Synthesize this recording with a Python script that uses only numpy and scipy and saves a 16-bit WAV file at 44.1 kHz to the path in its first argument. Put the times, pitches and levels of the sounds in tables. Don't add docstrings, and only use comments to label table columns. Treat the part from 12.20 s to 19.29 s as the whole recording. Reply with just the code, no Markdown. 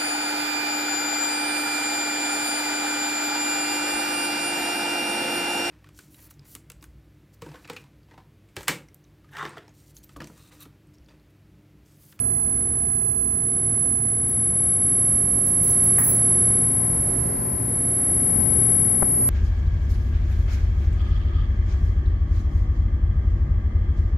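import sys
import numpy as np
from scipy import signal
from scipy.fft import rfft, irfft, next_fast_len
from scipy.io import wavfile
from scipy.ndimage import map_coordinates

SR = 44100
rng = np.random.default_rng(int(sys.argv[2]) if len(sys.argv) > 2 else 0)


def log_audio(samples):
    frames = np.atleast_2d(samples).T
    limited = np.clip(frames, -1, 1)
    pcm = np.round(limited * 32767).astype(np.int16)
    wavfile.write(sys.argv[1], SR, pcm)


N = 312664
T = np.arange(N) / SR

PULSE_HZ = 10830.8
SHADE_DB, DUST_T60_S = 3.5, 0.28
# [t/s, base level/dB, base left minus right/dB, base left phase lead/rad]
WHINE_DRIFT = [(0.0, -22.5, -6.5, 1.93), (1.14, -23.2, -6.2, 1.64), (1.61, -21.2, -5.3, 1.1),
               (2.06, -22.2, -0.1, 0.84), (2.45, -19.4, 2.5, 0.05), (2.94, -17.9, -0.1, -1.03),
               (3.2, -19.9, -3.4, -0.81), (3.71, -16.7, -1.0, -0.58), (3.97, -18.0, -0.8, -0.1),
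               (4.3, -17.4, 1.1, -0.04), (4.64, -21.4, 5.7, -0.89), (4.99, -21.0, -2.2, -0.79),
               (5.17, -24.6, 2.5, -1.2), (5.68, -20.9, -0.9, -0.63), (6.14, -18.8, 5.4, -0.91),
               (6.49, -17.9, 7.6, -1.0), (6.82, -20.3, 7.2, -1.39), (7.09, -18.0, -0.7, -2.83)]
# [fluctuation f/Hz, rel. density/dB]
WHINE_FRAY = [(4, -9), (14, 3), (32, -2), (70, -3), (130, -10), (260, -24), (600, -18), (1500, -71)]
SWING_DB_PER_S, SWING_RAD_PER_S = -7.1, 1.57


def whine(fray_db=-27.5, waver_db=0.26):
    level_db, pan_db, lead_rad = curves(WHINE_DRIFT)
    place_s, sag_db = hatching()
    _, chip_db, _ = np.transpose(CHIP_EVENTS)
    dust = strikes(chip_db - chip_db.max(), t60_s=DUST_T60_S, rise_s=0.0073)
    halves = [.5, -.5]
    pan = amp(np.outer(halves, pan_db + SWING_DB_PER_S * place_s))
    phase = np.exp(1j * np.outer(halves, lead_rad + SWING_RAD_PER_S * place_s))
    direct = amp(level_db - sag_db - SHADE_DB * dust) * pan * phase * standing_waves()
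    strength = np.sqrt(np.mean(np.abs(direct) ** 2, axis=0))

    white = rng.standard_normal((2, 2, N))
    in_phase, quadrature = unit(filtered(white, lambda hz: amp(along(WHINE_FRAY, hz))))
    frayed = amp(fray_db) * strength * (in_phase + 1j * quadrature)

    bite = amp(waver_db * wobble(25))
    carrier = np.exp(2j * np.pi * PULSE_HZ * T)
    return np.sqrt(2) * np.real((direct + frayed) * bite * carrier)


STROKE_TURNS = [0.03, 0.48, 0.94, 1.41, 1.80, 2.12, 2.33, 2.47, 2.59]
SAG_DB, OTHER_SAG_DB, SAG_S = 3.2, 1.0, 0.015


def hatching():
    ends = (-1) ** np.arange(len(STROKE_TURNS))
    place_s = np.interp(T, STROKE_TURNS, ends * np.gradient(STROKE_TURNS))
    sag_db = np.zeros(N)
    for turn_s, end in zip(STROKE_TURNS, ends):
        depth_db = SAG_DB if end > 0 else OTHER_SAG_DB
        sag_db += depth_db * np.exp(-((T - turn_s) / SAG_S) ** 2)
    return place_s, sag_db


# [t/s, half width/s, gain at node/dB, microphone]
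WAVE_NODES = [(3.04, 0.17, -2.9, "left"), (4.99, 0.113, -4, "left"), (5.41, 0.19, -6.1, "right"),
              (6.257, 0.117, -10.7, "right")]


def standing_waves():
    gain = {"left": np.ones(N, complex), "right": np.ones(N, complex)}
    for node_s, width_s, depth_db, mic in WAVE_NODES:
        offset = (T - node_s) / width_s
        gain[mic] = gain[mic] * (offset + 1j * amp(depth_db)) / (offset + 1j)
    return np.array([gain["left"], gain["right"]])


# [t/s, rel. level/dB]
SIZZLE_LEVEL = [(0.0, -59), (0.26, -60), (1.07, -59.5), (1.3, -56.5), (2.67, -53.5), (3.2, -52),
                (3.67, -47.5), (4.54, -52), (5.19, -50), (7.09, -47.5)]
# [f/Hz, rel. density/dB]
SPARK_SPECTRUM = [(7500, -37), (8800, -12.5), (9550, 1.5), (10000, -2), (10700, 9), (11700, 3.5),
                  (12500, 1), (13700, 2), (14800, 1), (15700, -32)]


def sizzle(gain_db=6.5, flicker_db=1.4):
    level_db, = curves(SIZZLE_LEVEL)
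    return amp(level_db + gain_db + flicker_db * wobble(40)) * noise(SPARK_SPECTRUM)


# [f/Hz, rel. density/dB]
CRACK_SPECTRUM = [(7000, -38), (8800, -25), (9500, 11), (10200, 0), (11700, 8), (12800, 6), (13600, 4),
                  (14300, -3), (15500, -10)]
# [f/Hz, rel. density/dB]
SPLINTER_SPECTRUM = [(1500, -10), (3000, -8.5), (4500, -4.5), (6200, -7.5), (8000, 0), (10000, -17)]
# [f/Hz, width/Hz, rel. level/dB]
GLASS_MODES = [(4250, 76, -41), (5820, 140, -21), (6210, 100, -12), (7430, 58, -18), (9520, 72, 9),
               (11930, 270, 15), (12800, 160, -3), (13440, 320, 9), (15700, 330, 12)]
RASP_DB, RASP_DB_PER_DB = -8, 0.35


def chips(crack_db=-6, splinter_db=-13, ring_db=-12, grain_db=3, rasp_grain_db=4.0, room_db=-5):
    _, peak_db, crumbs_db = np.transpose(CHIP_EVENTS)
    grain = unit(amp(grain_db * wobble(250)))
    crack = strikes(peak_db + crack_db, t60_s=0.076, rise_s=0.00078) * grain * noise(CRACK_SPECTRUM)
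    splinter = strikes(crumbs_db + splinter_db, t60_s=0.25, rise_s=0.0013) * noise(SPLINTER_SPECTRUM)
    ring = strikes(peak_db + ring_db, t60_s=0.21, rise_s=0.0019) * ringing(GLASS_MODES)
    scrape_db = crumbs_db + RASP_DB + RASP_DB_PER_DB * (peak_db - peak_db.max())
    scrape = strikes(scrape_db, t60_s=0.25, rise_s=0.003)
    rasp_grain = unit(amp(rasp_grain_db * wobble(120)))
    rasp = scrape * rasp_grain * ringing(GLASS_MODES[:4])
    direct = crack + splinter + ring + rasp + knock()
    return direct + amp(room_db) * lab(direct)


# [t/s, rel. peak level/dB, rel. splinter level/dB]
CHIP_EVENTS = [(2.085, -25.5, -39.5), (2.867, -32, -54), (3.261, -22.5, -34), (3.429, -19, -35.5),
               (3.472, -24, -33.5), (3.487, -21, -37), (3.635, -20.5, -37), (3.783, -10.5, -41),
               (3.838, -11.5, -35), (3.875, -12, -35.5), (3.901, -14.5, -38), (4.248, -29, -55),
               (4.525, -28, -55), (4.814, -27.5, -60), (5.895, -31, -57), (6.547, -33, -57),
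               (6.858, -33, -58)]
TICK_DB, CRUMBLE_DB = -29, -23.5


def strikes(levels_db, t60_s, rise_s):
    power = np.zeros(N + SR)
    t = np.arange(SR // 2) / SR
    for (start_s, peak_db, _), level_db in zip(CHIP_EVENTS, levels_db):
        life_s = t60_s * np.interp(peak_db, [TICK_DB, CRUMBLE_DB], [.2, 1])
        envelope = amp(level_db - 60 * t / life_s) * (1 - np.exp(-t / rise_s))
        power[round(start_s * SR):][:len(t)] += envelope ** 2
    return np.sqrt(power[:N])


def ringing(modes):
    def slide(hz):
        response = 0
        for k, (mode_hz, width_hz, db) in enumerate(modes):
            damping = 1j * hz * width_hz
            response = response + (-1) ** k * amp(db) * damping / (mode_hz ** 2 - hz * hz + damping)
        return response
    return unit(filtered(rng.standard_normal((2, N)), slide))


# [t/s, rel. level/dB]
SLIDE_KNOCKS = [(3.781, -28)]
# [f/Hz, rel. 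density/dB]
KNOCK_SPECTRUM = [(400, -15), (750, -5), (1150, 0.5), (1450, -4), (1850, 6), (2400, -11), (3500, -28)]


def knock(t60_s=0.17, rise_s=0.0005):
    envelope = 0
    for start_s, db in SLIDE_KNOCKS:
        age_s = np.maximum(T - start_s, 0)
        envelope = envelope + amp(db - 60 * age_s / t60_s) * (1 - np.exp(-age_s / rise_s))
    return envelope * noise(KNOCK_SPECTRUM)


# [f/Hz, t60/s]
LAB_DECAY = [(300, 0.19), (3000, 0.72), (9000, 0.37), (15000, 0.096)]


def lab(x):
    hz, t, cells = signal.stft(rng.standard_normal((2, SR // 2)), SR, nperseg=256)
    decay = amp(-60 * t / along(LAB_DECAY, hz)[:, None])
    tail = signal.istft(cells * decay, SR, nperseg=256)[1]
    return signal.fftconvolve(x, tail / np.linalg.norm(tail[0]), axes=1)[:, :N]


# [t/s, rel. level/dB]
FINGER_BUMPS = [(6.8244, -7.5), (6.8295, -6)]
# [f/Hz, rel. level/dB, t60/s]
BODY_MODES = [(62, -16, 0.091), (170, -10, 0.038), (706, 1, 0.0061), (1120, -4.5, 0.0039)]


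def bump(far_port_db=-17, soft_hz=2300):
    t = np.arange(SR // 10) / SR
    thud = sum(amp(db - 60 * t / t60_s) * np.sin(2 * np.pi * hz * t) for hz, db, t60_s in BODY_MODES)
    taps = np.zeros(N + SR)
    for start_s, db in FINGER_BUMPS:
        taps[round(start_s * SR):][:len(t)] += amp(db) * thud
    soft = filtered(taps[:N], lambda hz: 1 / (1 + np.square(hz / soft_hz) ** 2))
    return soft * amp([[0], [far_port_db]])


# [t/s, level/dB, used re its mean]
FAN_LEVEL = [(0.0, -43.5), (0.26, -43), (0.57, -42.5), (0.97, -44.5), (1.54, -41.5), (1.87, -42.5),
             (2.84, -39.5), (3.3, -40), (3.65, -37), (4.21, -36.5), (4.56, -37.5), (4.93, -37), (5.25, -38),
             (5.57, -38.5), (6.22, -36), (7.09, -38)]
# [t/s, rel. level/dB]
RUMBLE_LEVEL = [(0.0, -34.5), (0.08, -34), (0.75, -34.5), (0.77, -35.5), (1.7, -31.5), (1.74, -34.5),
                (2.29, -32), (4.42, -27.5), (4.44, -26.5), (4.48, -31.5), (4.82, -28), (5.84, -30),
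                (6.2, -26), (6.73, -29.5), (7.01, -27), (7.09, -31)]
# [f/Hz, rel. density/dB]
RUMBLE_SPECTRUM = [(20, -29), (31, -18), (41, -4), (52, -5.5), (68, 3), (130, 0), (230, -4), (310, -10.5),
                   (450, -12), (650, -20.5), (1000, -54.5)]
RUSH_SPECTRUM = [(300, -22), (520, -5), (700, 0), (900, -3.5), (1250, -7.5), (1800, -7.5), (2200, -11.5),
                 (2700, -19.5), (3500, -62)]
AIR_SPECTRUM = [(2000, -9), (2900, 1), (3700, -2), (4150, -1.5), (4550, 4), (5000, -0.5), (5700, -1),
                (7000, -6.5), (8200, -10), (10000, -11), (16000, -26.5)]
# [f/Hz, rel. level/dB]
HUM_TONES = [(120, -35), (171, -48), (221, -45), (263.5, -44), (358, -51.5), (376, -46.5), (404, -53.5),
             (475, -55), (577, -59.5), (686, -55), (885, -57), (1351, -60.5), (1770, -61), (1927, -66.5),
             (2023, -62)]


def machines(rumble_db=-1.0, rush_db=-44.2, air_db=-59, hum_db=-0.5, rush_grows=0.99, air_grows=1.65,
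             hum_grows=0.9, drift_rad=0.33, waver_db=1.27):
    fan_db, = curves(FAN_LEVEL)
    low_db, = curves(RUMBLE_LEVEL)
    near_db = fan_db - fan_db.mean()
    rumble = amp(rumble_db + low_db) * noise(RUMBLE_SPECTRUM)
    rush = amp(rush_db + rush_grows * near_db) * noise(RUSH_SPECTRUM)
    hiss = amp(air_db + air_grows * near_db) * noise(AIR_SPECTRUM)
    hum = np.zeros((2, N))
    for hz, db in HUM_TONES:
        apart_rad = np.arccos(np.clip(along(PORT_LIKENESS, hz), -1, 1)) * np.array([[.5], [-.5]])
        level = amp(db + waver_db * wobble(4.8))
        hum += level * np.sin(2 * np.pi * hz * T + drift_rad * wobble(7) + apart_rad)
    return rumble + rush + hiss + np.sqrt(2) * amp(hum_db + hum_grows * near_db) * hum


BLADE_HZ = 1011.7
# [t/s, base level/dB]
BLADE_LEVEL = [(0, -60.5), (1.8, -60.5), (3, -56.5), (4.6, -52), (5.4, -55), (6, -67), (7.09, -57)]


def small_fan(waver_db=-0.5):
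    level_db, = curves(BLADE_LEVEL)
    level = amp(level_db + waver_db * np.array([wobble(5.24), wobble(5.7)]))
    return np.sqrt(2) * level * np.sin(2 * np.pi * BLADE_HZ * T)


# [f/Hz, left-right correlation/1]
PORT_LIKENESS = [(40, 0.94), (120, 0.97), (300, 0.92), (700, 0.56), (1400, -0.26), (3000, 0.094),
                 (12000, -0.02)]
# [f/Hz, left minus right/dB]
PORT_TILT = [(40, -1.5), (120, -3), (700, -0.5), (1500, -0.5), (2400, -2.5), (3200, -0.5), (5500, -9.5),
             (8000, 0), (10000, 7.5), (14000, -1)]


def noise(spectrum):
    def mid_side(hz):
        half_angle = np.arccos(np.clip(along(PORT_LIKENESS, hz), -1, 1)) / 2
        return amp(along(spectrum, hz)) * [np.cos(half_angle), np.sin(half_angle)]

    def tilt(hz):
        return amp(np.outer([.5, -.5], along(PORT_TILT, hz)))

    mid, side = filtered(rng.standard_normal((2, N)), mid_side)
    return unit(filtered(np.array([mid + side, mid - side]), tilt))


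def amp(db):
    return 10 ** (np.asarray(db) / 20)


def unit(x):
    return x / np.sqrt(np.mean(x ** 2) + 1e-20)


def along(points, hz):
    f, v = np.transpose(points)
    return np.interp(np.log(hz + 1), np.log(f + 1), v)


def curves(rows):
    t, *cols = np.transpose(rows)
    return [np.interp(T, t, col) for col in cols]


def wobble(rate_hz):
    return map_coordinates(rng.standard_normal(int(N * rate_hz / SR) + 4), [T * rate_hz])


def filtered(x, response):
    size = next_fast_len(N + 8192)
    return irfft(rfft(x, size) * response(np.fft.rfftfreq(size, 1 / SR)), size)[..., :N]


def scene():
    return whine() + sizzle() + chips() + bump() + machines() + small_fan()


TOP_HZ = 15780


def record(dry):
    return filtered(dry, lambda hz: hz < TOP_HZ)


dry = scene()
out = record(dry)
log_audio(out)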